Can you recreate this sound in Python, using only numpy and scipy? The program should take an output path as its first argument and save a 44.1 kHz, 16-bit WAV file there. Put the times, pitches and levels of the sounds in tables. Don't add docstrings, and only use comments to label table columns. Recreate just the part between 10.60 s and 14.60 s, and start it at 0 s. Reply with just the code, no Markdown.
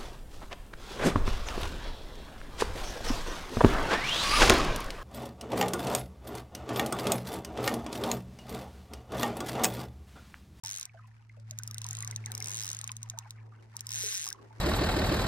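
import sys
import numpy as np
from scipy import signal
from scipy.fft import rfft, irfft
from scipy.io import wavfile
from scipy.ndimage import uniform_filter1d

SR = 44100
rng = np.random.default_rng(int(sys.argv[2]) if len(sys.argv) > 2 else 0)


def wrap_up_sound(samples):
    columns = np.atleast_2d(samples).T
    tamed = np.clip(columns, -1, 1)
    steps = np.round(tamed * 32767).astype(np.int16)
    wavfile.write(sys.argv[1], SR, steps)


N = 176400
TIME = np.arange(N) / SR

# t/s, level/dB
HUM_RIDE = [(.05, -48), (.16, -58.5), (.25, -67), (.3, -54), (.43, -48.5), (.63, -54), (.85, -43.5),
            (1.6, -38.5), (2.07, -47), (2.5, -43.5), (2.68, -49), (2.82, -44), (3.03, -52.5), (3.38, -45.5),
            (3.57, -59.5), (3.74, -59.5), (4, -47.5)]
# t/s, splash level/dB, gurgle level/dB
LAPPING_RIDE = [(0, -52.5, -65.5), (.3, -69.5, -84), (.7, -73.5, -78.5), (1.05, -62.5, -72.5),
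                (1.45, -60.5, -67), (1.9, -58, -56.5), (2.2, -59.5, -72.5), (2.45, -66, -75.5),
                (2.7, -67, -76), (2.88, -72, -60.5), (3.1, -68.5, -74), (3.4, -59.5, -73),
                (3.6, -63.5, -70), (3.78, -68.5, -60), (4, -64, -62)]
# f/Hz, relative level/dB
SPLASH_EQ = [(200, -36), (600, -6.5), (1000, -3), (2000, -2), (3300, -12), (5500, -11.5), (12000, -25.5),
             (16000, -40)]
GURGLE_EQ = [(100, -4.5), (400, 9.5), (600, -0.5), (1000, 2.5), (3000, -45)]
RUMBLE_EQ = [(20, -20.5), (55, 3.5), (160, -3), (300, -16.5), (1000, -71)]
# t/s, relative level/dB, f/Hz
PLOP_CUES = [(0.036, -45, 868), (0.294, -50, 2200), (0.343, -48.5, 647), (0.373, -49.5, 1500),
             (0.392, -50.5, 1220), (0.441, -55, 985), (0.456, -62, 2500), (0.513, -61.5, 1720),
             (0.695, -50, 2030), (0.77, -55, 560), (0.912, -56.5, 585), (0.927, -54.5, 1514),
             (0.997, -45, 1453), (1.25, -46, 946), (1.431, -40.5, 1950), (1.525, -44.5, 1975),
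             (1.639, -45, 2120), (1.667, -44.5, 1910), (1.812, -40, 2055), (2.235, -48, 1076),
             (2.298, -44, 1006), (2.536, -49, 650), (2.536, -53, 1460), (2.572, -44.5, 895),
             (2.606, -57, 1063), (2.656, -49, 844), (2.66, -55, 1480), (2.922, -53.5, 1146),
             (3.144, -50.5, 897), (3.434, -43, 418), (3.666, -46, 1068), (3.711, -43.5, 1566),
             (3.745, -51, 1050), (3.786, -51, 1080), (3.905, -50, 852)]
# t/s, level/dB, centre f/Hz
SLAP_CUES = [(0.472, -62, 7200), (0.692, -64, 4770), (0.798, -56, 4870), (2.292, -33, 2260),
             (3.192, -42, 4300)]
# f/Hz, relative level/dB
WHIRR_EQ = [(200, -30), (1000, -14), (1600, 6.5), (2400, 5), (5500, 5), (8000, -7.5), (12000, -5.5),
            (16000, -59)]
# t/s, speed/(teeth/s)
SURGE_SPEEDS = [
    [(0.0377, 80.7), (0.0925, 102.2), (0.1138, 98.2), (0.1361, 103.4), (0.1606, 96.1), (0.1848, 83.4),
     (0.2578, 28.2)],
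    [(1.2177, 31.6), (1.2422, 44.0), (1.33, 47.5), (1.3709, 55.6), (1.4112, 54.2), (1.4902, 24.6),
     (1.5149, 33.7)],
    [(1.7788, 37.8), (1.8293, 49.5), (1.8723, 80.7), (1.9525, 114.5), (1.9983, 112.4), (2.0557, 93.6),
     (2.0956, 82.3), (2.1459, 53.4), (2.28, 24.3)],
    [(3.2919, 56.3), (3.3392, 126.2), (3.3797, 174.8), (3.4884, 208.5), (3.5333, 219.9), (3.5999, 164.1),
     (3.6175, 152.2), (3.6474, 131.0), (3.6782, 92.5), (3.7307, 20.0)],
]
SURGE_ACCENTS = [0, 1, 1.2, 1.5]
# t/s, relative level/dB
CREEP_CUES = [(.9106, 2), (.9884, 2), (1.035, 0.5), (1.0768, -1), (1.1118, -0.5), (1.145, 2), (1.1824, 1),
              (1.562, 3), (1.6609, 3), (1.7189, 4.5), (1.7512, 3.5), (2.3179, -1), (2.3676, 0),
              (2.4308, 0.5), (2.4998, 2.5), (2.5882, 2.5), (2.7078, -1), (3.1675, 1), (3.2081, 2.5),
              (3.269, 2.5)]
# f/Hz, width/Hz, relative level/dB, level swing/dB, loudest tooth/index,
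# swings/(1/turn), pitch swing/Hz
REEL_MODES = [(2500, 1660, -20.5, 2, 8.7, 1, -280), (3830, 790, -11.5, 2, 3.7, 3, 45),
              (5167, 370, -19, 15, 1.25, 1, 87), (6200, 450, -1.5, 1.5, 6.8, 1, 275),
              (6470, 1560, -8.5, 2.5, 18.4, 2, 287), (8390, 750, -7.5, 2.5, 3.7, 2, -180),
              (9340, 3600, -17.5, 4.5, 14.4, 3, 448), (13240, 2000, -23, 7, 21, 1, -190),
              (15260, 700, -16.5, 5, 2.1, 1, 200)]
# f/Hz, phase lead of left over right/rad
REEL_PHASE_LEAD = [(200, 4), (1500, 2.4), (3500, 2.5), (5200, 1), (7000, 4), (9000, 4), (11000, 6),
                   (14300, 10)]

TEETH = 22
BUBBLE_CYCLES = 10


def amp(db):
    return 10 ** (np.asarray(db) / 20)


def unit_rms(x):
    return x / np.sqrt(np.mean(x ** 2) + 1e-20)


def ride(rows, column=1):
    rows = np.array(rows)
    return np.interp(TIME, rows[:, 0], rows[:, column])


def add(mix, start_s, sound):
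    part = mix[..., max(round(start_s * SR), 0):][..., :sound.shape[-1]]
    part += sound[..., :part.shape[-1]]


def noise(eq, correlation):
    hz, db = np.transpose(eq)
    left, other = rng.standard_normal((2, N))
    right = correlation * left + np.sqrt(1 - correlation ** 2) * other
    colour = amp(np.interp(np.log(np.fft.rfftfreq(N, 1 / SR) + 1), np.log(hz), db))
    return unit_rms(irfft(rfft([left, right]) * colour, N))


def drift(hz):
    lowpass = np.exp(-(np.fft.rfftfreq(N, 1 / SR) / hz) ** 2)
    return unit_rms(irfft(rfft(rng.standard_normal(N)) * lowpass, N))


def hum(hz=110.45, waver=0.0034, octave_db=-22, left_lag_rad=0.076):
    pitch = hz * (1 + waver * drift(hz=6.3))
    phase = 2 * np.pi * np.cumsum(pitch) / SR - np.array([[left_lag_rad], [0]])
    octave = amp(octave_db + 2 * drift(hz=10)) * np.sin(2 * phase)
    return amp(ride(HUM_RIDE)) * (np.sin(phase) + octave)


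def lapping(ripple_db=2.2, spatter_db=3.5, correlation=0.057):
    splash = noise(SPLASH_EQ, correlation)
    splash *= amp(ride(LAPPING_RIDE) + ripple_db * drift(hz=43) + spatter_db * (drift(hz=398) - 0.5))
    gurgle = noise(GURGLE_EQ, correlation) * amp(ride(LAPPING_RIDE, column=2) + 2.7 * drift(hz=9.7))
    rumble = amp(-67.5) * noise(RUMBLE_EQ, correlation=0.38)
    return splash + gurgle + rumble


def bubble(db, hz, pinch_cycles=3, pinch_drop=.35, rise=.04):
    decay_s, pinch_s = BUBBLE_CYCLES / hz, pinch_cycles / hz
    t = TIME[:int(6 * decay_s * SR)]
    pan, lag = rng.standard_normal(2)
    sides = np.array([[1], [-1]])
    pinch = np.exp(-t / pinch_s)
    pitch = hz * (1 + pinch_drop * pinch + rise * (t / decay_s - 1))
    phase = 2 * np.pi * np.cumsum(pitch) / SR + .5 * lag * sides
    envelope = (1 - pinch) * np.exp(-t / decay_s)
    return amp(db + 1.1 * pan * sides) * envelope * np.sin(phase)


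def small_bubbles(per_s=90, centre_hz=1442.4, spread_octaves=.5, boost_db=7, spread_db=3.5):
    out, level_db = np.zeros((2, N)), ride(LAPPING_RIDE) + boost_db
    starts = np.flatnonzero(rng.random(N) < per_s / SR * np.exp(drift(hz=8)))
    variations = np.clip(rng.standard_normal((N // 100, 2)), -2, 2)
    for i, (strength, pitch) in zip(starts, variations):
        hz = centre_hz * 2 ** (spread_octaves * pitch)
        add(out, i / SR, bubble(level_db[i] + spread_db * strength, hz))
    return out


def splash_burst(hz, octaves, decay_s, attack_s=0.00048):
    t = TIME[:int(6 * decay_s * SR) + 2]
    f = np.fft.rfftfreq(len(t), 1 / SR) + 1
    band = np.exp(-.5 * (np.log2(f / hz) / octaves) ** 2)
    mid, side = irfft(rfft(rng.standard_normal((2, len(t)))) * band, len(t))
    envelope = (1 - np.exp(-t / attack_s)) * np.exp(-t / decay_s)
    return unit_rms(np.array([mid + .5 * side, mid - .5 * side])) * envelope


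def plops_and_slaps():
    out = np.zeros((2, N))
    for s, db, hz in PLOP_CUES:
        add(out, s, bubble(db + 4.5, hz))
        add(out, s, amp(db - 8) * splash_burst(hz, octaves=0.31, decay_s=BUBBLE_CYCLES / hz))
    for s, db, hz in SLAP_CUES:
        add(out, s, amp(db) * splash_burst(hz, octaves=0.63, decay_s=0.0031))
    return out


def scatter(x, t60_s):
    colour = np.sqrt(abs(uniform_filter1d(abs(rfft(x)) ** 2, size=801)))
    hiss = unit_rms(irfft(rfft(rng.standard_normal((2, N))) * colour, N))
    feedback = amp(-60 / (t60_s * SR)) ** 2
    tail_power = signal.lfilter([1 - feedback], [1, -feedback], x ** 2)
    return hiss * np.sqrt(tail_power)


def spool_speed(surge):
    return np.interp(TIME, *np.transpose(surge), left=0, right=0)


def whirr(db_at_100_teeth_per_s=-52, db_per_decade=24.5):
    speed = abs(uniform_filter1d(sum(spool_speed(surge) for surge in SURGE_SPEEDS), size=600))
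    level_db = db_at_100_teeth_per_s + db_per_decade * np.log10(speed / 100 + 1e-6)
    return noise(WHIRR_EQ, correlation=0) * amp(level_db)


def reel_ring(tooth, thud_db=-52, size=1024):
    hz = abs(np.fft.fftfreq(size, 1 / SR))
    power = amp(thud_db) ** 2 * hz ** 2 / (hz ** 2 + 500 ** 2) + 1e-8
    for mode_hz, width_hz, db, swing_db, loudest_tooth, swings, swing_hz in REEL_MODES:
        angle = 2 * np.pi * round(swings) * (tooth - loudest_tooth) / TEETH
        level = amp(db + swing_db * np.cos(angle))
        detune = (hz - mode_hz - swing_hz * np.sin(angle)) / (0.58 * width_hz)
        power += (level / (1 + detune ** 2)) ** 2
    log_spectrum = np.conj(signal.hilbert(np.log(power) / 2))
    return np.fft.ifft(np.exp(log_spectrum)).real


def tick_cues():
    cues = list(CREEP_CUES)
    for surge, db in zip(SURGE_SPEEDS, SURGE_ACCENTS):
        teeth_passed = np.ceil(np.cumsum(spool_speed(surge)) / SR)
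        cues += [(s, db) for s in TIME[1:][np.diff(teeth_passed) > 0]]
    return sorted(cues)


def pawl(trim_db=-1, spread_db=1.1, scrape_s=.0004, rattle_s=.0005, rattle_db=-6, touch_db=-24):
    rings = [reel_ring(tooth) for tooth in range(TEETH)]
    out, previous_s = np.zeros(N), 0
    t = np.arange(-200, 200) / SR
    envelope = np.exp(np.minimum(t / scrape_s, -t / rattle_s))
    for k, (s, db) in enumerate(tick_cues()):
        rattle = envelope * rng.standard_normal(len(t)) * (t != 0)
        force = (t == 0) + amp(rattle_db) * rattle / np.linalg.norm(rattle)
        gain = amp(trim_db + db + spread_db * rng.standard_normal())
        tick = gain * np.convolve(force, rings[k % TEETH])
        start_s = s + t[0] - .0001
        touch_lead_s = min(.3 * (s - previous_s), .01)
        add(out, start_s, tick)
        add(out, start_s - touch_lead_s, amp(touch_db) * tick)
        previous_s = s
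    return out


def reel(boat_cutoff_hz=3800, deck_delay_s=.0085):
    ticks, hz = pawl(), np.fft.rfftfreq(N, 1 / SR)
    lead = np.interp(hz, *np.transpose(REEL_PHASE_LEAD))
    direct = irfft(rfft(ticks) * np.exp(.5j * np.array([lead, -lead])), N)
    dull = irfft(rfft(ticks) / (1 + (hz / boat_cutoff_hz) ** 2), N)
    close_scatter = amp(-13) * scatter(ticks, t60_s=0.019)
    boat_tail = amp(-15) * scatter(dull, t60_s=0.15)
    out = direct + close_scatter + boat_tail
    add(out, deck_delay_s, amp(-24) * direct)
    return out


def scene():
    return reel() + whirr() + hum() + lapping() + small_bubbles() + plops_and_slaps()


def record(dry):
    silence_s, fade_s, cutoff_hz = 0.034, 0.0039, 16800
    faded = dry * np.clip((TIME - silence_s) / fade_s, 0, 1)
    high_cut = signal.firwin(255, cutoff_hz, window=("kaiser", 8), fs=SR)
    return signal.oaconvolve(faded, high_cut[None], "same")


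dry = scene()
out = record(dry)
wrap_up_sound(out)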